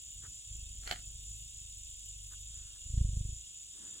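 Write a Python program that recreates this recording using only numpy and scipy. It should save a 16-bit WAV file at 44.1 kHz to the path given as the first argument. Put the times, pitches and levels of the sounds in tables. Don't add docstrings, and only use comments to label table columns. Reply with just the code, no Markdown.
import sys
import numpy as np
from scipy import signal
from scipy.fft import rfft, irfft
from scipy.io import wavfile
from scipy.ndimage import uniform_filter1d

SR = 44100
rng = np.random.default_rng(int(sys.argv[2]) if len(sys.argv) > 2 else 0)


def dump(signal):
    limited = np.clip(np.atleast_2d(signal).T, -1, 1)
    pcm = np.round(limited * 32767).astype(np.int16)
    wavfile.write(sys.argv[1], SR, pcm)


N = 176400
T = np.arange(N) / SR
HZ = np.arange(N // 2 + 1) * SR / N

# f/Hz, level/dB
CRICKET_BAND = [(5900, -6.5), (6500, -2), (6850, 6), (7400, 7), (7600, -37)]
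# f/Hz, level/dB
TICK_BAND = [(6000, -15), (8800, 21), (11000, -50), (13400, 16), (15600, 17)]
# t/s, level/dB
TICK_FADE = [(2.2, 3), (2.9, -2)]
# f/Hz, level/dB
CHORUS_BAND = [(3900, -24), (4400, -13), (4800, -11), (5400, -9), (5800, -12), (7400, -8), (7850, 0),
               (8300, -4.5), (8790, -1), (9150, -12), (9900, -9.5), (10700, -36), (11800, -37),
               (13400, -24), (16000, -25)]
# f/Hz, level/dB
CICADA_BAND = [(1800, -22.5), (2700, -5), (3600, 1.5), (5200, -29)]
# f/Hz, level/dB
CICADA_TONES = [(2640, -2), (2830, -1), (2945, -1), (3260, 1), (3390, -6), (3640, -1)]
# f/Hz, phase/rad
PORT_PHASE = [(0, 0), (2300, 2.6), (3700, 1.3), (4550, 3.05), (5100, 3.25), (6400, 6.2), (7400, 6.4),
              (8900, 9.3), (9300, 9.5), (10600, 12.5), (11700, 12.6), (12700, 15.6), (13500, 15.8),
              (15000, 18.8)]
# f/Hz, level/dB
AIR_BAND = [(20, -31), (100, 5.5), (200, -13), (400, -16), (900, -24), (1700, -23), (16000, -79)]
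# t/s, f/Hz
WING_RATE = [(0, 24.74), (.6, 25.88), (.9, 24.17), (1.4, 26.48), (2, 24.2), (2.42, 24.58), (2.52, 28.55),
             (2.65, 24.09), (2.85, 23.86), (3.02, 28.84), (3.1, 22.03), (3.17, 27.69), (3.23, 22.42),
             (3.32, 28.14), (4, 24.71)]
# t/s, downstroke level/dB, upstroke re downstroke/dB
WING_PUFFS = [(0, -59.5, 0), (.28, -41, -1.5), (.43, -59, 2), (.52, -35.5, -9), (.68, -37, -12.5),
              (.95, -39.5, -9), (1.38, -42, 1), (1.52, -44.5, -5.5), (1.95, -42.5, -10), (2.15, -45.5, 2),
              (2.58, -39, -6.5), (2.77, -49.5, -6.5), (2.87, -34.5, -28), (2.97, -18, -12),
              (3.03, -15.5, -12), (3.12, -23.5, -5.5), (3.18, -19.5, -11.5), (3.31, -27.5, -9),
              (3.49, -58.5, -4.5)]
# t/s, amount/0-1
FLUTTER = [(.3, 1), (.55, .4), (1.3, .8), (1.6, .5), (2.2, .1)]
# f/Hz, level/dB
EDDY_BAND = [(30, 9), (70, 10), (120, 0), (210, -16), (600, -36), (1200, -52)]
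# f/Hz, level/dB
RASP_BAND = [(190, 0), (650, -19)]
# t/s, level/dB, width/s
BRUSHES = [(.252, -59, 0.015), (2.329, -61.5, 0.011), (2.62, -76, 0.087), (2.761, -71.5, 0.011)]
# f/Hz, level/dB
BRUSH_BAND = [(250, 0), (700, -12), (1400, 5), (1800, 0.5), (4500, -52)]
# t/s, level/dB, decay/s
STRIKES = [(.8745, -35, .004), (.9108, -25, .003), (.9215, -34, .008), (2.981, -56, .004)]
# f/Hz, width/Hz, level/dB
LEAF_MODES = [(260, 380, -3), (720, 95, 5), (1430, 190, 3), (1930, 600, 4), (3000, 230, 3), (4200, 450, 0)]
# t/s, level/dB, rise/s
CRACKLES = [(1.11, -66, .014), (1.23, -67, .04), (1.36, -64.5, .06), (1.707, -56.5, .005), (2.06, -66, .03),
            (2.182, -59, .005), (2.27, -70, .1), (2.395, -68, .035)]
# f/Hz, level/dB
CRACKLE_BAND = [(7000, -4), (11200, 8), (13000, 2), (16000, -17)]
# f/Hz, level/dB
RUSTLE_BAND = [(90, 0), (300, 2.5), (680, -12), (1750, -7.5), (2600, -25)]


def undb(db):
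    return 10 ** (np.asarray(db) / 20)


def unit(x):
    return x / np.sqrt(np.mean(x ** 2))


def curve(table, column=1):
    rows = np.array(table)
    return np.interp(T, rows[:, 0], rows[:, column])


def colour(x, band):
    hz, db = np.array(band).T
    f = np.maximum(HZ, 1)
    skirts = np.minimum(f / hz[0], 1) ** 4 * np.minimum(hz[-1] / f, 1) ** 8
    gain = undb(np.interp(np.log(f), np.log(hz), db)) * skirts
    return unit(irfft(rfft(x) * gain, N))


def noise(correlation):
    common = np.sqrt(correlation) * rng.standard_normal(N)
    return common + np.sqrt(1 - correlation) * rng.standard_normal((2, N))


def drift(rate_hz):
    hold = int(SR / rate_hz)
    steps = np.repeat(rng.standard_normal(N // hold + 1), hold)
    return 1.3 * uniform_filter1d(uniform_filter1d(steps, hold), hold)[:N]


def sine(hz):
    return np.sin(2 * np.pi * np.cumsum(hz) / SR)


def bell(offset_s, width_s):
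    return np.exp(-.5 * (offset_s / width_s) ** 2)


def burst(start_s, rise_s, decay_s):
    age_s = T - start_s
    return np.clip(age_s / rise_s, 0, 1) * np.exp(-np.maximum(age_s - rise_s, 0) / decay_s)


def crickets(pitch_hz=7111, stroke_hz=63.35, chirp_hz=3.92, sag=.046, tone_share=.69):
    tones = 0
    for detune in np.linspace(-.017, .017, 7):
        rate_hz = stroke_hz * (1 + .19 * rng.standard_normal() + .05 * drift(14))
        stroke = (np.cumsum(rate_hz) / SR + rng.random()) % 1
        hz = pitch_hz * (1 + detune + sag * (.5 - stroke) + .005045 * drift(150))
        tones += np.sin(np.pi * stroke) ** 2 * undb(3.5 * drift(25.01)) * sine(hz)
    blur = colour(noise(1), CRICKET_BAND)
    song = np.sqrt(tone_share) * unit(tones) + np.sqrt(1 - tone_share) * blur
    throb_db = 1.4 * np.cos(2 * np.pi * chirp_hz * (T - .055)) + .6 * drift(14)
    return undb(-51.3) * unit(song * undb(throb_db))


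def katydids(tick_hz=32.91, decay_s=.003, recoil_s=.0036):
    beat = (T - .018 + .00067 * drift(28)) * tick_hz
    age_s = beat % 1 / tick_hz
    recoil = undb(-4) * (age_s > recoil_s) * np.exp(-abs(age_s - recoil_s) / decay_s)
    ticks = (np.exp(-age_s / decay_s) + recoil) * undb(curve(TICK_FADE) + 2 * drift(29.8))
    chorus = colour(noise(.98), CHORUS_BAND) * undb(.6 * drift(40) + .3 * drift(3))
    return undb(-70) * colour(ticks * noise(1), TICK_BAND) + undb(-53.3) * chorus


def cicada(throb_hz=36.74, tymbal_hz=427, waver=.006):
    throb = undb(-1.64 * np.cos(2 * np.pi * throb_hz * T))
    clicks = 1 + .15 * np.cos(2 * np.pi * tymbal_hz * T)
    tones = sum(undb(db + 5.1 * drift(60)) * sine(hz * (1 + waver * drift(200)))
                for hz, db in CICADA_TONES)
    rattle = colour(noise(.41) * throb * clicks, CICADA_BAND)
    return undb(-62.5) * rattle + undb(-64.5) * unit(tones) * throb


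def ports(x):
    lead_rad = np.interp(HZ, *np.array(PORT_PHASE).T)
    return irfft(rfft(x) * np.exp(.5j * lead_rad * np.array([[1], [-1]])), N)


def still_air():
    return undb(-70.5 + 1.4 * drift(6.9)) * colour(noise(.072), AIR_BAND)


def moth(far_width_s=.0031, near_width_s=.0018, up_width_s=.0026, bass_cut_hz=16.4):
    rate_hz, level_db, flutter = curve(WING_RATE), curve(WING_PUFFS), curve(FLUTTER)
    beat = np.cumsum(rate_hz) / SR + .06 * flutter * drift(20)

    def puff(phase, width_s):
        return bell(((beat - phase + .5) % 1 - .5) / rate_hz, width_s)

    nearness = undb(level_db - level_db.max())
    down_width_s = far_width_s + (near_width_s - far_width_s) * np.sqrt(nearness)
    down = puff(0, down_width_s) * undb(2.8 * flutter * drift(29.94))
    up_phase = .553 + .057 * flutter * drift(8)
    up = puff(up_phase, up_width_s) * undb(curve(WING_PUFFS, column=2) + 2 * drift(20))
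    eddies = undb(-23 + 13 * flutter) * colour(noise(1), EDDY_BAND)
    rasp = undb(-41) * colour(noise(.46), RASP_BAND)
    wake = (eddies + rasp) * (.5 + puff(0, 2 * down_width_s))
    air = (down + up + wake) * undb(level_db)
    bass_cut = HZ ** 3 / (HZ ** 3 + bass_cut_hz ** 3) * 1j * HZ / (1j * HZ + bass_cut_hz)
    return irfft(rfft(air) * bass_cut, N) * undb([[-.3], [.3]])


def brushes():
    swells = sum(undb(db) * bell(T - at_s, width_s) for at_s, db, width_s in BRUSHES)
    return swells * colour(noise(.66), BRUSH_BAND)


def leaf_strikes(rise_s=.0012, scrape_at_s=.918, shelf_hz=4700, shelf_db=-6):
    cracks = sum(undb(db) * burst(at_s, rise_s, decay_s) for at_s, db, decay_s in STRIKES)
    scrape = bell(T - scrape_at_s, width_s=.042) * undb(-48 + 3.2 * drift(250))
    force = np.hypot(cracks, scrape) * noise(.34)
    modes = sum(undb(db) * 1j * HZ * width_hz / (hz ** 2 - HZ ** 2 + 1j * HZ * width_hz)
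                for hz, width_hz, db in LEAF_MODES)
    leaf = modes * undb(shelf_db * HZ ** 20 / (HZ ** 20 + float(shelf_hz) ** 20))
    leaf /= np.sqrt(np.mean(abs(leaf) ** 2))
    return irfft(rfft(force) * leaf, N) * undb([[-1.1], [1.1]])


def high_crackle():
    swells = sum(undb(db) * burst(at_s - rise_s / 2, rise_s, rise_s / 2)
                 for at_s, db, rise_s in CRACKLES)
    return swells * undb(5.2 * drift(250)) * colour(noise(.25), CRACKLE_BAND)


def rustle(start_s=3.72, rise_s=.094):
    fade_in = np.clip((T - start_s) / rise_s, 0, 1)
    return fade_in * undb(-65 + 2 * drift(40)) * colour(noise(.34), RUSTLE_BAND)


def scene():
    air = still_air()
    insects = ports(crickets() + katydids() + cicada())
    return insects + air + moth() + brushes() + leaf_strikes() + high_crackle() + rustle()


def record(dry):
    cutoff_hz = 15850
    return signal.sosfilt(signal.ellip(10, .2, 80, cutoff_hz, fs=SR, output="sos"), dry)


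dry = scene()
out = record(dry)
dump(out)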